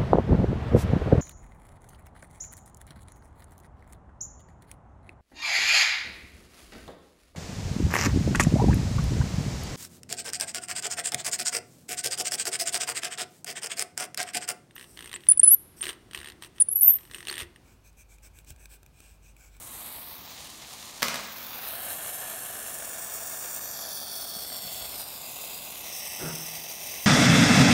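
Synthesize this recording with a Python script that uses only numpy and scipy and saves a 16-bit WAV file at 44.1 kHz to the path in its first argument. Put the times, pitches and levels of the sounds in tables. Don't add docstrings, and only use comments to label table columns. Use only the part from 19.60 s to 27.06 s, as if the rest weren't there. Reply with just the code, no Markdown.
import sys
import numpy as np
from scipy import signal
from scipy.fft import rfft, irfft, next_fast_len
from scipy.io import wavfile
from scipy.ndimage import map_coordinates

SR = 44100
rng = np.random.default_rng(int(sys.argv[2]) if len(sys.argv) > 2 else 0)


def bounce(signal):
    frames = np.transpose(np.atleast_2d(signal))
    limited = np.clip(frames, -1, 1)
    pcm = np.round(limited * 32767).astype(np.int16)
    wavfile.write(sys.argv[1], SR, pcm)


N = 328986

# frequency in Hz, gain in dB.
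RUMBLE_EQ = [(15, -50), (30, -11), (48, -1), (110, -3), (250, -1.5), (450, -8.5), (800, -9.5), (1200, -4.5),
             (1500, -44), (3000, -120)]
# frequency in Hz, time to fall 60 dB in seconds.
ROOM_DECAY = [(150, 0.78), (1000, 1.1), (3000, 0.8), (7000, 0.55), (12000, 0.36)]
# start in seconds, relative level in dB, pitch in Hz.
PHONE_TAPS = [(4.765, -41, 209), (5.047, -42, 192), (5.066, -41, 164)]
# frequency in Hz, relative level in dB, time to fall 60 dB in seconds.
BENCH_MODES = [(162, 0, 1.05), (207, -4, .3), (238, 2, .5), (400, -5, .06), (680, -4, .06), (950, -4, .2),
               (1460, -4, .02)]
STEEL_MODES = [(6105, -3, 0.016), (12050, -11, 0.044)]
# start in seconds, relative level in dB.
TWEEZER_HITS = [(1.422, -13.5), (1.4287, -6), (1.4436, -31), (1.4517, -33), (1.4647, -32), (1.483, -14.5),
                (1.497, -30), (1.509, -35), (1.5228, -28), (1.5425, -16.5), (1.5572, -20)]
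# frequency in Hz, gain in dB.
CLACK_EQ = [(100, -42), (200, -16), (660, -1.5), (1500, 0.5), (3300, -3), (4100, -2.5), (5900, -7),
            (7400, -7.5), (12400, -15), (16000, -13)]
FIZZ_EQ = [(150, -9), (350, -8), (700, 2), (1100, 0), (2900, -1), (3500, 0.5), (7200, 1.5), (7800, 0.5),
           (8500, 2.5), (10400, 0), (11200, 2), (12700, 4.5), (16000, 3.5)]
# time in seconds, gain in dB.
FIZZ_RIDE = [(0.0, -44.5), (0.2, -41.5), (0.65, -47), (1.25, -45), (1.75, -42.5), (2.15, -38.5),
             (2.95, -38.5), (4.35, -39.5), (4.75, -40), (5.15, -40), (5.55, -41.5), (5.95, -40),
             (6.15, -42), (6.5, -39), (6.95, -41.5), (7.46, -40)]
# start and end in seconds, centre and width in Hz, gain in dB.
WHISTLE_BANDS = [(-0.1, 1.4, 1520, 390, -5), (-0.1, 1.9, 380, 160, -5), (-0.1, 1.4, 4000, 700, 2.5),
                 (2.1, 5.4, 680, 140, 4), (2.1, 5.0, 960, 200, -3), (2.1, 4.6, 1750, 170, 4),
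                 (2.1, 4.8, 2000, 180, -4.5), (2.2, 4.0, 5370, 130, 6), (2.2, 4.0, 5970, 130, -7),
                 (4.15, 5.3, 3390, 110, 8), (4.15, 5.22, 4490, 160, 4.5), (4.15, 5.22, 5420, 300, 5.5),
                 (4.8, 7.6, 1310, 150, -4), (4.8, 7.6, 1990, 360, 8), (5.0, 7.6, 2620, 210, 5.5),
                 (5.4, 7.6, 720, 400, 3.5), (5.4, 7.6, 4780, 50, 12), (6.25, 7.6, 5480, 400, 6.5),
                 (6.25, 7.6, 6150, 160, 8)]
# time in seconds, delay in ms.
WALL_DELAY = [(0.0, 0.111), (0.4, 0.076), (0.62, 0.055), (0.85, 0.032), (1.58, 0.036), (1.75, 0.054),
              (1.95, 0.059), (2.35, 0.094), (2.95, 0.101), (3.55, 0.125), (3.95, 0.128), (4.35, 0.194),
              (4.75, 0.206), (5.15, 0.265), (5.4, 0.22), (5.75, 0.282), (5.98, 0.259), (6.35, 0.339),
              (6.55, 0.362), (7.2, 0.324), (7.46, 0.34)]
# (time in seconds, delay in ms).
RIM_PATHS = [(.48, 2.1, [(1.8, 0.996), (2.2, 0.758), (3.9, 0.749), (4.2, 0.729), (5.3, 0.758)]),
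             (.32, -.25, [(2.2, 1.784), (3.0, 1.744), (3.4, 1.76), (4.4, 1.682)])]
# start and end in seconds, first and last delay in ms, relative strength, phase turn in radians.
FAR_ECHOES = [(-0.1, 0.6, 0.245, 0.234, 0.25, 0.4), (-0.1, 0.8, 1.463, 1.394, 0.17, -3.4),
              (-0.1, 4.4, 0.351, 0.355, 0.2, 1.4), (2.2, 2.8, 1.266, 1.215, 0.3, -0.9),
              (2.5, 3.6, 1.027, 1.073, 0.29, -2.4), (3.2, 4.6, 0.856, 0.822, 0.51, -0.5),
              (3.6, 4.6, 1.08, 1.004, 0.26, -2.0), (4.5, 5.22, 1.011, 0.98, 0.43, 2.8),
              (4.5, 5.3, 1.229, 1.252, 0.56, -2.9), (5.22, 5.45, 0.98, 1.13, 0.55, 2.8),
              (5.25, 6.25, 0.473, 0.411, 0.32, 1.9), (5.3, 6.25, 0.697, 0.678, 0.27, -2.1),
              (5.3, 6.3, 0.881, 0.878, 0.38, 2.1), (5.6, 6.3, 1.415, 1.408, 0.25, -1.1),
              (5.6, 6.3, 1.849, 1.879, 0.2, -0.1), (6.25, 6.9, 0.4, 0.421, 0.55, 2.4),
              (6.25, 6.9, 0.648, 0.608, 0.28, 2.8), (6.25, 6.9, 0.989, 0.934, 0.32, -1.4),
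              (6.25, 6.9, 1.19, 1.243, 0.24, -2.6), (6.3, 7.6, 1.399, 1.466, 0.16, -1.3),
              (6.9, 7.6, 0.879, 0.861, 0.39, 1.5), (6.9, 7.6, 1.055, 1.055, 0.26, 0.8),
              (6.9, 7.6, 1.273, 1.315, 0.28, 0.5)]


def amp(db):
    return 10 ** (np.asarray(db) / 20)


def unit_rms(x):
    return x / np.sqrt(np.mean(x ** 2) + 1e-20)


def at_hz(points, hz):
    freqs, values = np.transpose(points)
    return np.interp(np.log(hz + 1), np.log(freqs + 1), values)


def at_time(points, t):
    return np.interp(t, *np.transpose(points))


def gate(t, start, end, fade_s=.15):
    return np.clip(np.minimum(t - start, end - t) / fade_s + .5, 0, 1)


def wobble(per_s):
    knots = rng.standard_normal(int(N * 400 / SR) + 9)
    return map_coordinates(knots, [np.arange(N) * min(per_s, 400) / SR])


def filtered(x, response):
    size = next_fast_len(N + SR // 2)
    return irfft(rfft(x, size) * response(np.fft.rfftfreq(size, 1 / SR)), size)[..., :N]


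def ring(modes, spread_db):
    t = np.arange(SR) / SR
    return sum(amp(db + spread_db * rng.standard_normal() - 60 * t / t60) * np.sin(2 * np.pi * hz * t)
               for hz, db, t60 in modes)


def ventilation_and_handling():
    t = np.arange(N) / SR
    rumble = unit_rms(filtered(rng.standard_normal(N), lambda hz: amp(at_hz(RUMBLE_EQ, hz))))
    deep = filtered(rumble, lambda hz: 1 / (1 + (hz / 100) ** 4))
    opening_db = 7 * np.exp(-t / 1.2)
    handling_db = 8 * np.exp(-((t - 5.27) / .2) ** 2)
    return amp(-54.5 + opening_db + handling_db) * deep + amp(-56) * (rumble - deep)


def classroom(send):
    hz, t, noise = signal.stft(rng.standard_normal(SR), SR, nperseg=256)
    tail = signal.istft(noise * amp(-60 * t / at_hz(ROOM_DECAY, hz)[:, None]), SR, nperseg=256)[1]
    predelayed = np.pad(send, (300, 0))
    return signal.fftconvolve(predelayed, tail / np.linalg.norm(tail))[:N]


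def phone_taps():
    track, t = np.zeros(N + SR), np.arange(SR // 10) / SR
    for start, db, hz in PHONE_TAPS:
        track[round(start * SR):][:len(t)] += amp(db + 3 - 60 * t / .032) * np.sin(2 * np.pi * hz * t)
    return track[:N]


def bench_bump():
    start_s, rise_s, hold_s, release_s, weight_s = 6.575, .037, .085, .04, 6.64
    t = np.arange(N) / SR
    lets_go = start_s + rise_s + hold_s
    pressure = np.clip(np.minimum((t - start_s) / rise_s, 1 - (t - lets_go) / release_s), 0, 1) ** 2
    push = amp(-11.5) * pressure * rng.standard_normal(N)
    weight = amp(-14) * np.exp(-((t - weight_s) / .0008) ** 2)
    boom = signal.fftconvolve(amp(-9) * push + weight, ring(BENCH_MODES, spread_db=1))[:N]
    rub = filtered(push, lambda hz: (hz / 130) ** 4 / (1 + (hz / 130) ** 4) / (1 + (hz / 600) ** 4))
    scuff = filtered(push, lambda hz: 1 / (1 + ((hz - 1450) / 280) ** 2))
    return amp(-56) * boom + amp(-10.5) * rub + amp(-17.5) * scuff


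def tweezers():
    clacks, rings = np.zeros((2, N + SR))
    t = np.arange(SR) / SR
    snap = amp(-60 * t / .017) + .12 * amp(-60 * t / .075)
    for start, db in TWEEZER_HITS:
        onset = round(start * SR)
        clacks[onset:][:SR] += amp(db) * snap * rng.standard_normal(SR)
        steel = amp(-15) * ring(STEEL_MODES, spread_db=7)
        bench = amp(-32) * ring(BENCH_MODES[1:], spread_db=.5)
        rings[onset:][:SR] += amp(db) * (steel + bench)
    return amp(-.5) * filtered(clacks[:N], lambda hz: amp(at_hz(CLACK_EQ, hz))) + rings[:N]


def echo_combs(hz, t):
    def delayed(ms, turn=0):
        return np.exp(1j * (turn - 2 * np.pi * hz * ms / 1000))

    wall_ms = at_time(WALL_DELAY, t)
    wall = delayed(wall_ms)
    wall_strength = .58 + .39 * np.exp(-(wall_ms / .078) ** 2)
    far = np.zeros_like(wall)
    for strength, turn, delays in RIM_PATHS:
        far += strength * gate(t, delays[0][0], delays[-1][0]) * delayed(at_time(delays, t), turn)
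    far *= 1 + 1.16 * wall
    for start, end, first_ms, last_ms, strength, turn in FAR_ECHOES:
        fade = gate(t, start, end)
        live = fade > 0
        delay_ms = first_ms + (last_ms - first_ms) * (t[live] - start) / (end - start)
        far[:, live] += strength * fade[live] * delayed(delay_ms, turn)
    far *= hz / np.hypot(hz, 4500)
    khz = hz / 1000
    wall_dulling, far_dulling = amp(-.17 * khz), amp(-.54 * khz)
    return 1 + wall_strength * wall * wall_dulling + far * far_dulling


def whistles_db(hz, t):
    return sum(gate(t, start, end) * db / (1 + (2 * (hz - centre) / width) ** 2)
               for start, end, centre, width, db in WHISTLE_BANDS)


def bubble_pops(per_s, spread_db):
    chance, size, sign = rng.random((3, N))
    strength = amp(-spread_db * np.log(size + .03))
    return unit_rms((chance < per_s / SR) * strength * np.sign(sign - .5))


def sputter(shared_db):
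    flutter = amp(shared_db + .68 * wobble(20) + .66 * wobble(130))
    return flutter * (rng.standard_normal(N) + .86 * bubble_pops(per_s=900, spread_db=4))


def bead_fizz():
    def low_share(hz):
        return 1 / (1 + (hz / 5000) ** 4)

    shared_db = .5 * wobble(9) + .48 * wobble(40) + .59 * wobble(120)
    small, large = sputter(shared_db), sputter(shared_db)
    body = filtered(large, lambda hz: np.sqrt(low_share(hz)))
    top = filtered(small, lambda hz: np.sqrt(1 - low_share(hz)))
    frames = dict(nperseg=2048, noverlap=1664)
    hz, t, gas = signal.stft(unit_rms(body + top), SR, **frames)
    hz = hz[:, None]
    gain_db = at_time(FIZZ_RIDE, t) + at_hz(FIZZ_EQ, hz) + whistles_db(hz, t)
    return signal.istft(gas * echo_combs(hz, t) * amp(gain_db), SR, **frames)[1][:N]


def scene():
    fizz, rattle, bump = bead_fizz(), tweezers(), bench_bump()
    reverb = classroom(amp(-13) * fizz + amp(-3) * rattle + amp(-7.5) * bump)
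    return (fizz + rattle + bump + reverb + phone_taps() + ventilation_and_handling())[None]


def record(dry):
    low_cut_hz, top_hz = 38, 15750
    return filtered(dry, lambda hz: (hz < top_hz) * hz ** 3 / (hz ** 3 + low_cut_hz ** 3))


dry = scene()
out = record(dry)
bounce(out)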